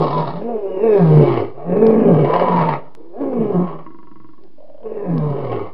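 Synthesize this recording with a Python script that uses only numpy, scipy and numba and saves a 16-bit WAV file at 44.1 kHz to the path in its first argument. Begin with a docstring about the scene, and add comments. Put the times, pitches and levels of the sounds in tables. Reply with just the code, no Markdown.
"""Rocky enclosure, open air, one microphone: a lion roars five times, with echoes from near and far.
Its vocal folds drive throat and mouth: each roar swells as a hollow moan, sinks in pitch and breaks
up into a hoarse, open-mouthed rasp. Before the last one the slack folds flap in slow, separate pulses,
then creak back into voice. Faint air lies behind. The narrow-band recorder adds a few sharp, dry
digital clicks, and there is one soft, full-band click, like an edit splice."""
import sys
import numpy as np
from scipy import signal
from scipy.fft import rfft, irfft
from scipy.io import wavfile
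from scipy.ndimage import uniform_filter1d
from numba import njit

SR = 44100
rng = np.random.default_rng(int(sys.argv[2]) if len(sys.argv) > 2 else 0)


def digitize_waveform(pressure):
    """Quantize a signal to 16-bit integers and store it at the path in sys.argv[1].

    Rows of a 2-D input are taken as channels; values are limited to [-1, 1].
    """
    field = np.atleast_2d(pressure).T
    bounded = np.clip(field, -1, 1)
    quanta = np.round(bounded * 32767).astype(np.int16)
    wavfile.write(sys.argv[1], SR, quanta)


N = 252693
TIME = np.arange(N) / SR

# Six calls: five roars and, before the last, a faint murmur. Table levels are relative throughout.
# One list a call: t/s, pitch/Hz, effort/dB, mouth opening/0-1, roughness/0-1
CALLS = [
    [(0, 156.4, -18.5, 0.54, .45), (.11, 146.9, -26.5, 0.75, 0.83), (.14, 151.5, -19.5, 0.89, 0.58),
     (.21, 160.2, -21, 0.8, 0.57), (.25, 146.6, -28, 0.99, 0.87), (.29, 138, -25.5, 0.84, 0.83),
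     (.325, 148.4, -34.5, 1, 0.78), (.345, 163.6, -27.5, 0.97, 0.88), (.39, 197.5, -33, 0.87, 0.61)],
    [(.41, 212.5, -33, 0.4, 0.46), (.49, 240.2, -38, 0, 0.19), (.65, 191.3, -38, 0, 0.16),
     (.78, 187, -33.5, 0.06, .14), (.84, 227.4, -24.5, 0.15, 0.24), (.92, 213.5, -18.5, 0.24, 0.09),
     (1.04, 160, -24, 0.68, 0.2), (1.13, 152.1, -22, 0.44, 0.23), (1.22, 147, -21, 0.36, 0.39),
     (1.33, 128.5, -23, 0.72, 0.79), (1.41, 104.3, -27, 0.31, 0.79), (1.46, 105.6, -37.5, 0.33, 0.69),
     (1.52, 104.6, -42, 0.47, 0.52)],
    [(1.55, 135.1, -44.5, .4, 0.5), (1.63, 145.9, -39.5, 0.5, 0.51), (1.73, 187.9, -28.5, 0.17, 0.49),
     (1.84, 231.3, -25, 0.02, .52), (2.02, 210.7, -25.5, 0.05, .65), (2.14, 159.3, -22, 0.33, 0.57),
     (2.26, 144.2, -20.5, 0.53, .65), (2.37, 175, -18.5, 0.62, 0.71), (2.47, 186, -18.5, .8, 0.66),
     (2.56, 171.2, -16.5, 0.98, 0.67), (2.74, 151, -22, 1, 0.86), (2.81, 140, -45, .6, 0.81),
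     (2.88, 145.5, -49, 0.78, 0.71)],
    [(2.98, 150, -58.5, 0.01, .2), (3.13, 178.7, -55.5, 0, 0.17), (3.21, 283, -38, 0.12, .28),
     (3.32, 256.7, -37, 0.01, .42), (3.41, 224.3, -28.5, 0.31, 0.55), (3.57, 175.4, -26.5, 0.49, 0.25),
     (3.67, 167.2, -32.5, 0.72, 0.71), (3.77, 157.3, -37, 0.53, 0.67), (3.85, 150, -49, 0.88, 1)],
    [(4.39, 185.4, -66.5, 0.04, 0.65), (4.44, 187.4, -57, 0.08, .75), (4.55, 139.4, -81, .1, 0.68)],
    [(4.82, 225, -53, .3, .4), (4.86, 222.3, -39, 0, 0.4), (5.01, 202.9, -34, 0.33, .4),
     (5.12, 164.4, -32.5, 0.43, .4), (5.25, 147, -29, .7, .25), (5.37, 140.2, -31, 0.48, 0.73),
     (5.5, 118.5, -30, 0.56, 0.86), (5.53, 113, -29, 0.4, 0.9), (5.65, 101.3, -36, 0.41, .9),
     (5.73, 97.14, -51, 0.78, .9)],
]
# timbre of each call: throat f/Hz, first jaw f/Hz, last jaw f/Hz, rasp level/dB, hiss level/dB
CALL_TIMBRES = [(407, 1080, 870, -9.5, 7.5), (411, 650, 1150, 1, 4.5), (438.1, 1119, 900.5, -3, -1.5),
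                (378.1, 900, 1106, -4, -3.5), (364, 670, 670, -9, -5), (432.9, 947, 1107, -4, 0)]
# the chest tone swells and sinks with the depth of the folds' swing: start/s, end/s, gain/dB
CHEST_SWELLS = [(0.391, 0.576, 8), (0.989, 1.248, 14), (1.649, 2.248, 10.5), (2.298, 2.46, -7.5),
                (2.998, 3.16, -13), (3.177, 3.483, 9.5), (3.527, 3.64, 13.5), (5.074, 5.334, 13)]
# tract resonances, mouth nearly shut and wide open: f/Hz, width/Hz, level/dB
SHUT_FORMANTS = [(606, 37.5, 13), (1050, 230, -12), (1606, 53, -12.5), (2130, 270, -28), (2320, 21, -10),
                 (3680, 350, -27), (4800, 350, -36)]
OPEN_FORMANTS = [(604, 68, 1.5), (885, 190, -1), (1050, 250, -7.5), (1393, 200, -12.5), (1940, 590, -15.5),
                 (2316, 220, -11), (2650, 970, -21), (3359, 170, -14), (3660, 550, -18), (4800, 2300, -33)]
# resonances of a clear, falling vowel: f/Hz, width/Hz, level/dB
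VOWEL_FORMANTS = [(1783, 120, -6), (2640, 150, -7.5)]
# when that vowel is clearest in each call (too early to be heard in the first): t/s
VOWEL_PEAKS = [(-.5,), (.87,), (1.77,), (3.12,), (4.4,), (5.02,)]
# the throat is tight as a roar sets in: start/s, end/s, level/dB
TIGHT_ONSETS = [(.48, 0.611, -31), (1.576, 1.686, -34), (3.135, 3.241, -35.5), (4.579, 4.839, -51.5)]
# falling tones in the voice: start/s, end/s, first f/Hz, last f/Hz, level/dB
FALLING_TONES = [(0.127, 0.252, 1020, 930, -21), (0.725, 0.929, 2870, 2504, -49.5),
                 (0.943, 1.045, 425.5, 397, -18), (1.123, 1.32, 387.8, 337.5, -12.5),
                 (1.954, 2.145, 285.9, 208.7, -16.5), (2.275, 2.383, 985, 955, -23.5),
                 (2.46, 2.68, 1004, 903, -18), (3.315, 3.45, 214, 132.9, -24),
                 (3.471, 3.641, 441.7, 340.2, -24), (5.045, 5.119, 1927, 1790, -63.5),
                 (5.098, 5.22, 306.6, 202.7, -19.5), (5.2, 5.308, 1088, 988, -34)]
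# strength along the run of flaps: t/s, level/dB
FLAP_LEVELS = [(3.86, -20), (3.91, -28.5), (4.24, -30.5), (4.38, -39)]
# creaks as the folds tighten again: t/s, level/dB
CREAK_PULSES = [(4.582, -34.5), (4.603, -27), (4.624, -35.5), (4.642, -31.5), (4.679, -34.5), (4.698, -26),
                (4.744, -26.5), (4.779, -25), (4.804, -27), (4.831, -18)]
# throat modes rung by the flaps and by the creaks: f/Hz, level/dB, t60/s
FLAP_RING = [(115.9, -16, 0.48), (194, -5, 0.12), (326.3, 3, 0.12), (640, -33, 0.033), (959.7, -6, 0.068),
             (1099.4, -1.5, 0.085), (1360, -11.5, .045), (1708, -11, 0.026), (2047, -7, 0.032),
             (2822, -3, 0.0198)]
CREAK_RING = [(95, -21, 0.19), (306, -17.5, 0.17), (551.7, 5, 0.03), (621.4, 4.5, 0.037), (980, -13, 0.016),
              (1636, -18, 0.0039), (3100, -27.5, 0.013)]
# the recorder's digital clicks: t/s, level/dB
DIGITAL_CLICKS = [(1.8676, -5), (4.4375, -44), (5.1805, -26.5)]
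# spectrum of the outdoor air: f/Hz, level/dB
AIR_SPECTRUM = [(41, -37.5), (70, -19), (175, -7.5), (245, -3), (299, 3.5), (476, -24), (669, -20),
                (1070, -19.5), (1390, -29.5), (5060, -31), (6580, -66.5), (11100, -120)]
# parts of the voice against the effort: level/dB, gain wide open/dB, gain at full roughness/dB
CHEST, THROAT, MOUTH = (-2.3, -2.5, 3.8), (12.75, -21.5, 0), (-3.38, 0, 0)
RASP, HISS = (-29.5, -1, 14), (-34.5, 1, 3.82)


def roars(flutter_db=5.5, chest_waver_db=1.5, throat_waver_db=3.5):
    """The folds drive chest, throat, mouth, rasp and hiss, all following the effort, and a tight ring."""
    pitch_hz, effort_db, opening, rough = in_time(np.vstack(CALLS))
    opening, rough = np.clip([opening, rough], 0, 1)
    throat_hz, _, _, rasp_db, hiss_db = per_call(CALL_TIMBRES)
    swell_db = sum(db * window(start, end, fade_s=.04) for start, end, db in CHEST_SWELLS)
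    relative_pitch = pitch_hz / np.mean(pitch_hz)

    def level(part, extra_db=0):
        """Gain of one part of the voice."""
        base_db, open_db, rough_db = part
        return from_db(effort_db + base_db + open_db * opening + rough_db * rough + extra_db)

    phase, pulses, turbulence = vocal_folds(pitch_hz, rough)
    # the heavy folds close softly, so turbulence takes over in the treble
    source = cut(pulses, 1200, "low", order=1) + turbulence
    chest = chest_tone(phase, turbulence, rough)
    chest *= level(CHEST, swell_db + chest_waver_db * drift(14))
    # the larynx is drawn down as the pitch sinks: a longer tract lowers the throat and the shut mouth
    throat = throat_moan(source, throat_hz * relative_pitch ** .14)
    throat *= level(THROAT, throat_waver_db * drift(38))
    tract = vocal_tract(source, opening, shortness=relative_pitch ** .25)
    mouth = level(MOUTH) * even(cut(tract + jaw(source, opening), [585, 1550], "band", order=4))
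    rasp = level(RASP, rasp_db) * even(cut(tract, [1550, 3200], "band", order=5))
    hiss = level(HISS, hiss_db) * even(cut(tract, 3210, "high", order=5))
    flutter = from_db(flutter_db * rough * drift(81))
    voiced = sum(window(call[0][0] - .01, call[-1][0] + .0054, fade_s=.018) for call in CALLS)
    return voiced * (chest + throat + (mouth + rasp + hiss) * flutter) + tight_throat(source)


def vocal_folds(pitch_hz, rough, jitter=.085, tremor=.008, shimmer=.39, leak=.18):
    """Phase of the folds, their uneven closures, and the turbulent air that each cycle lets through."""
    phase = np.cumsum(pitch_hz * (1 + jitter * rough * drift(70) + tremor * drift(25))) / SR
    closures = np.flatnonzero(np.diff(np.floor(phase)) > 0)
    pulses = np.zeros(N)
    pulses[closures] = np.exp(shimmer * rough[closures] * rng.standard_normal(N)[closures])
    puffs = rng.standard_normal(N) * np.exp(.19 * np.cos(2 * np.pi * phase))
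    return phase, even(pulses), (leak + rough) * even(puffs)


def chest_tone(phase, turbulence, rough, rumble_db=-38.5):
    """Uneven swings of the folds spread the deep fundamental into a growl, over a faint rumble."""
    growl = .51 * rough * even(cut(turbulence, [155, 320], "band", order=3))
    return even(np.sin(2 * np.pi * phase) + growl) + from_db(rumble_db) * drift(130)


def throat_moan(source, centre_hz, width_hz=135):
    """One gliding throat resonance makes the hollow moan."""
    ring = resonance(resonance(source, centre_hz, width_hz), centre_hz, width_hz)
    return even(cut(ring, 224.5, "high", order=6))


def vocal_tract(source, opening, shortness, vowel_span_s=.16, fall_octaves_per_s=.8):
    """The opening mouth blends shut into open resonances; a vowel rings out briefly and slides down."""
    shut = formants(source, SHUT_FORMANTS, shortness)
    wide = formants(source, OPEN_FORMANTS, np.ones(N))
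    since_peak_s = TIME - per_call(VOWEL_PEAKS)[0]
    vowel = formants(source, VOWEL_FORMANTS, 2 ** (-fall_octaves_per_s * since_peak_s))
    clarity = np.exp(-(since_peak_s / vowel_span_s) ** 2)
    return (1 - opening) * shut + opening * wide + clarity * vowel


def jaw(source, opening, shut_db=-8, opening_gain_db=13):
    """A resonance that glides through the call and gains weight as the jaw opens."""
    path = []
    for call, (_, first_hz, last_hz, _, _) in zip(CALLS, CALL_TIMBRES):
        path += [(call[0][0], first_hz), (call[-1][0], last_hz)]
    centre_hz, = in_time(path)
    return from_db(shut_db + opening_gain_db * opening) * resonance(source, centre_hz, width_hz=55)


def tight_throat(source, centre_hz=630, width_hz=115):
    """The thin, high ring of a tight throat as a roar sets in."""
    centre = np.full(N, centre_hz)
    ring = even(resonance(resonance(source, centre, width_hz), centre, width_hz))
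    return ring * sum(from_db(db) * window(start, end, fade_s=.02) for start, end, db in TIGHT_ONSETS)


def falling_tones(waver=.015):
    """Wavering, falling tones: low second pitches and higher ringing overtones of the mouth."""
    tones = np.zeros(N)
    wander = 1 + waver * drift(60)
    for start, end, first_hz, last_hz, db in FALLING_TONES:
        hz = np.interp(TIME, [start, end], [first_hz, last_hz]) * wander
        tones += from_db(db) * window(start, end, fade_s=.15) * np.sin(2 * np.pi * np.cumsum(hz) / SR)
    return tones


def flaps(count=13, start_s=3.863, first_gap_s=.0407, slowing_s=.0004):
    """The slack folds flap in a dull run, each gap a little longer than the last."""
    k = np.arange(count)
    times = start_s + first_gap_s * k + slowing_s * k * (k - 1) / 2
    levels_db = np.interp(times, *np.transpose(FLAP_LEVELS))
    knocks = impulses(np.transpose([times, levels_db]), gain_db=-10.5)
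    return cut(ring_throat(knocks, FLAP_RING, breath=.98, breath_s=.017), 1610, "low", order=4)


def creaks():
    """The folds tighten again and creak back into voice."""
    return ring_throat(impulses(CREAK_PULSES, gain_db=-9.5), CREAK_RING, breath=.72, breath_s=.0045)


def ring_throat(knocks, modes, breath, breath_s):
    """Each knock of the folds lets out a short flurry of air; both ring the throat's modes."""
    decay = signal.lfilter([1], [1, -np.exp(-1 / (breath_s * SR))], knocks)
    drive = knocks + breath * decay * rng.standard_normal(N) / np.sqrt(breath_s * SR)
    ringing = np.zeros(N)
    for k, (hz, db, t60_s) in enumerate(modes):
        radius, turn = from_db(-60 / (t60_s * SR)), 2 * np.pi * hz / SR
        mode = signal.lfilter([0, np.sin(turn)], [1, -2 * radius * np.cos(turn), radius ** 2], drive)
        ringing += (-1) ** k * from_db(db) * mode
    return ringing


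def enclosure(x, t60_s, dull_hz, delay_s=.0042):
    """Rocks and plants scatter a dull tail back to the microphone."""
    t = TIME[:SR]
    tail = rng.standard_normal(SR) * from_db(-60 * t / t60_s) * (t > delay_s)
    tail = cut(tail / np.linalg.norm(tail), [280, dull_hz], "band", order=1)
    return signal.fftconvolve(x, tail)[:N]


def digital_clicks():
    """A few sharp, dry digital clicks from the recorder."""
    return cut(impulses(DIGITAL_CLICKS, gain_db=14), 400, "high", order=1)


def splice_click(at_s=2.9507):
    """One soft, full-band click, like an edit splice."""
    return cut(impulses([(at_s, 0)], gain_db=-5), 700, "low", order=1)


def air(level_db=-55.5):
    """Faint, steady outdoor noise at the microphone."""
    hz, db = np.transpose(AIR_SPECTRUM)
    bins_hz = np.arange(N // 2 + 1) * SR / N
    gain = from_db(np.interp(np.log(bins_hz + 1), np.log(hz), db))
    return from_db(level_db) * unit_power(irfft(rfft(rng.standard_normal(N)) * gain, N))


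def formants(x, table, shortness):
    """Parallel resonances of alternating sign, all raised as the tract shortens."""
    return sum((-1) ** k * from_db(db) * resonance(x, hz * shortness, width_hz)
               for k, (hz, width_hz, db) in enumerate(table))


@njit
def resonance(x, centre_hz, width_hz):
    """A resonance of gain one whose centre follows a curve."""
    turn, radius = 2 * np.pi * centre_hz / SR, np.exp(-np.pi * width_hz / SR)
    out, state = np.zeros(len(x)), 0j
    for i in range(len(x)):
        state = state * radius * np.exp(1j * turn[i]) + (1 - radius) * x[i]
        out[i] = 2 * state.real
    return out


def impulses(events, gain_db):
    """One single-sample spike for each row of t/s, level/dB."""
    times, levels_db = np.transpose(events)
    spikes = np.zeros(N)
    spikes[np.round(times * SR).astype(int)] = from_db(levels_db + gain_db)
    return spikes + 1e-18


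def per_call(rows, blend_s=.037):
    """Each column held from one call's start to the next, with a short blend."""
    which = np.searchsorted([call[0][0] for call in CALLS[1:]], TIME)
    return uniform_filter1d(np.array(rows, float)[which].T, int(blend_s * SR))


def in_time(rows):
    """Each column of a curve, sample by sample."""
    times, *columns = np.transpose(rows)
    return [np.interp(TIME, times, column) for column in columns]


def window(start, end, fade_s):
    """A gate between two times, with straight fades centred on them."""
    return np.clip(np.minimum(TIME - start, end - TIME) / fade_s + .5, 0, 1)


def drift(rate_hz):
    """Random wander of spread 1, up to the given rate."""
    return unit_power(cut(rng.standard_normal(N + SR), rate_hz, "low")[SR:])


def even(x, span_s=.033):
    """Hold the running power at one, leaving the fast flutter."""
    size = int(span_s * SR / 2)
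    power = uniform_filter1d(uniform_filter1d(x * x, size), size)
    return x / np.sqrt(np.abs(power) + 1e-12)


def cut(x, hz, kind, order=2):
    """Butterworth filter."""
    return signal.sosfilt(signal.butter(order, hz, kind, fs=SR, output="sos"), x)


def unit_power(x):
    """Scale to a mean square of one."""
    return x / np.sqrt(np.mean(x ** 2) + 1e-20)


def from_db(db):
    """Decibels to gain."""
    return 10 ** (np.asarray(db) / 20)


def scene():
    """The lion direct, its echoes from near and far, and the air, plus the recorder's digital clicks."""
    slack_folds = flaps() + creaks()
    voice = roars() + falling_tones()
    lion = voice + slack_folds
    near = from_db(-1) * enclosure(voice, t60_s=.17, dull_hz=4540)
    far = from_db(-21) * enclosure(lion, t60_s=1, dull_hz=1500)
    return (lion + near + far + digital_clicks() + air())[None]


def record(dry, ceiling=.92, rate_hz=11025, band_edge_hz=5400, image_db=-52, offset=.0346):
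    """Peaks round off; a low rate narrows the band and leaves a faint image; the splice click follows."""
    rounded = dry / (1 + (dry / ceiling) ** 8) ** (1 / 8)
    band_limit = signal.ellip(10, .2, 70, band_edge_hz, fs=SR, output="sos")
    narrow = signal.sosfilt(band_limit, rounded) + offset  # the converter sits off zero
    mirrored = narrow * (1 + from_db(image_db) * np.cos(2 * np.pi * rate_hz * TIME))
    return cut(mirrored + splice_click(), 13000, "low", order=12)


dry = scene()
out = record(dry)
digitize_waveform(out)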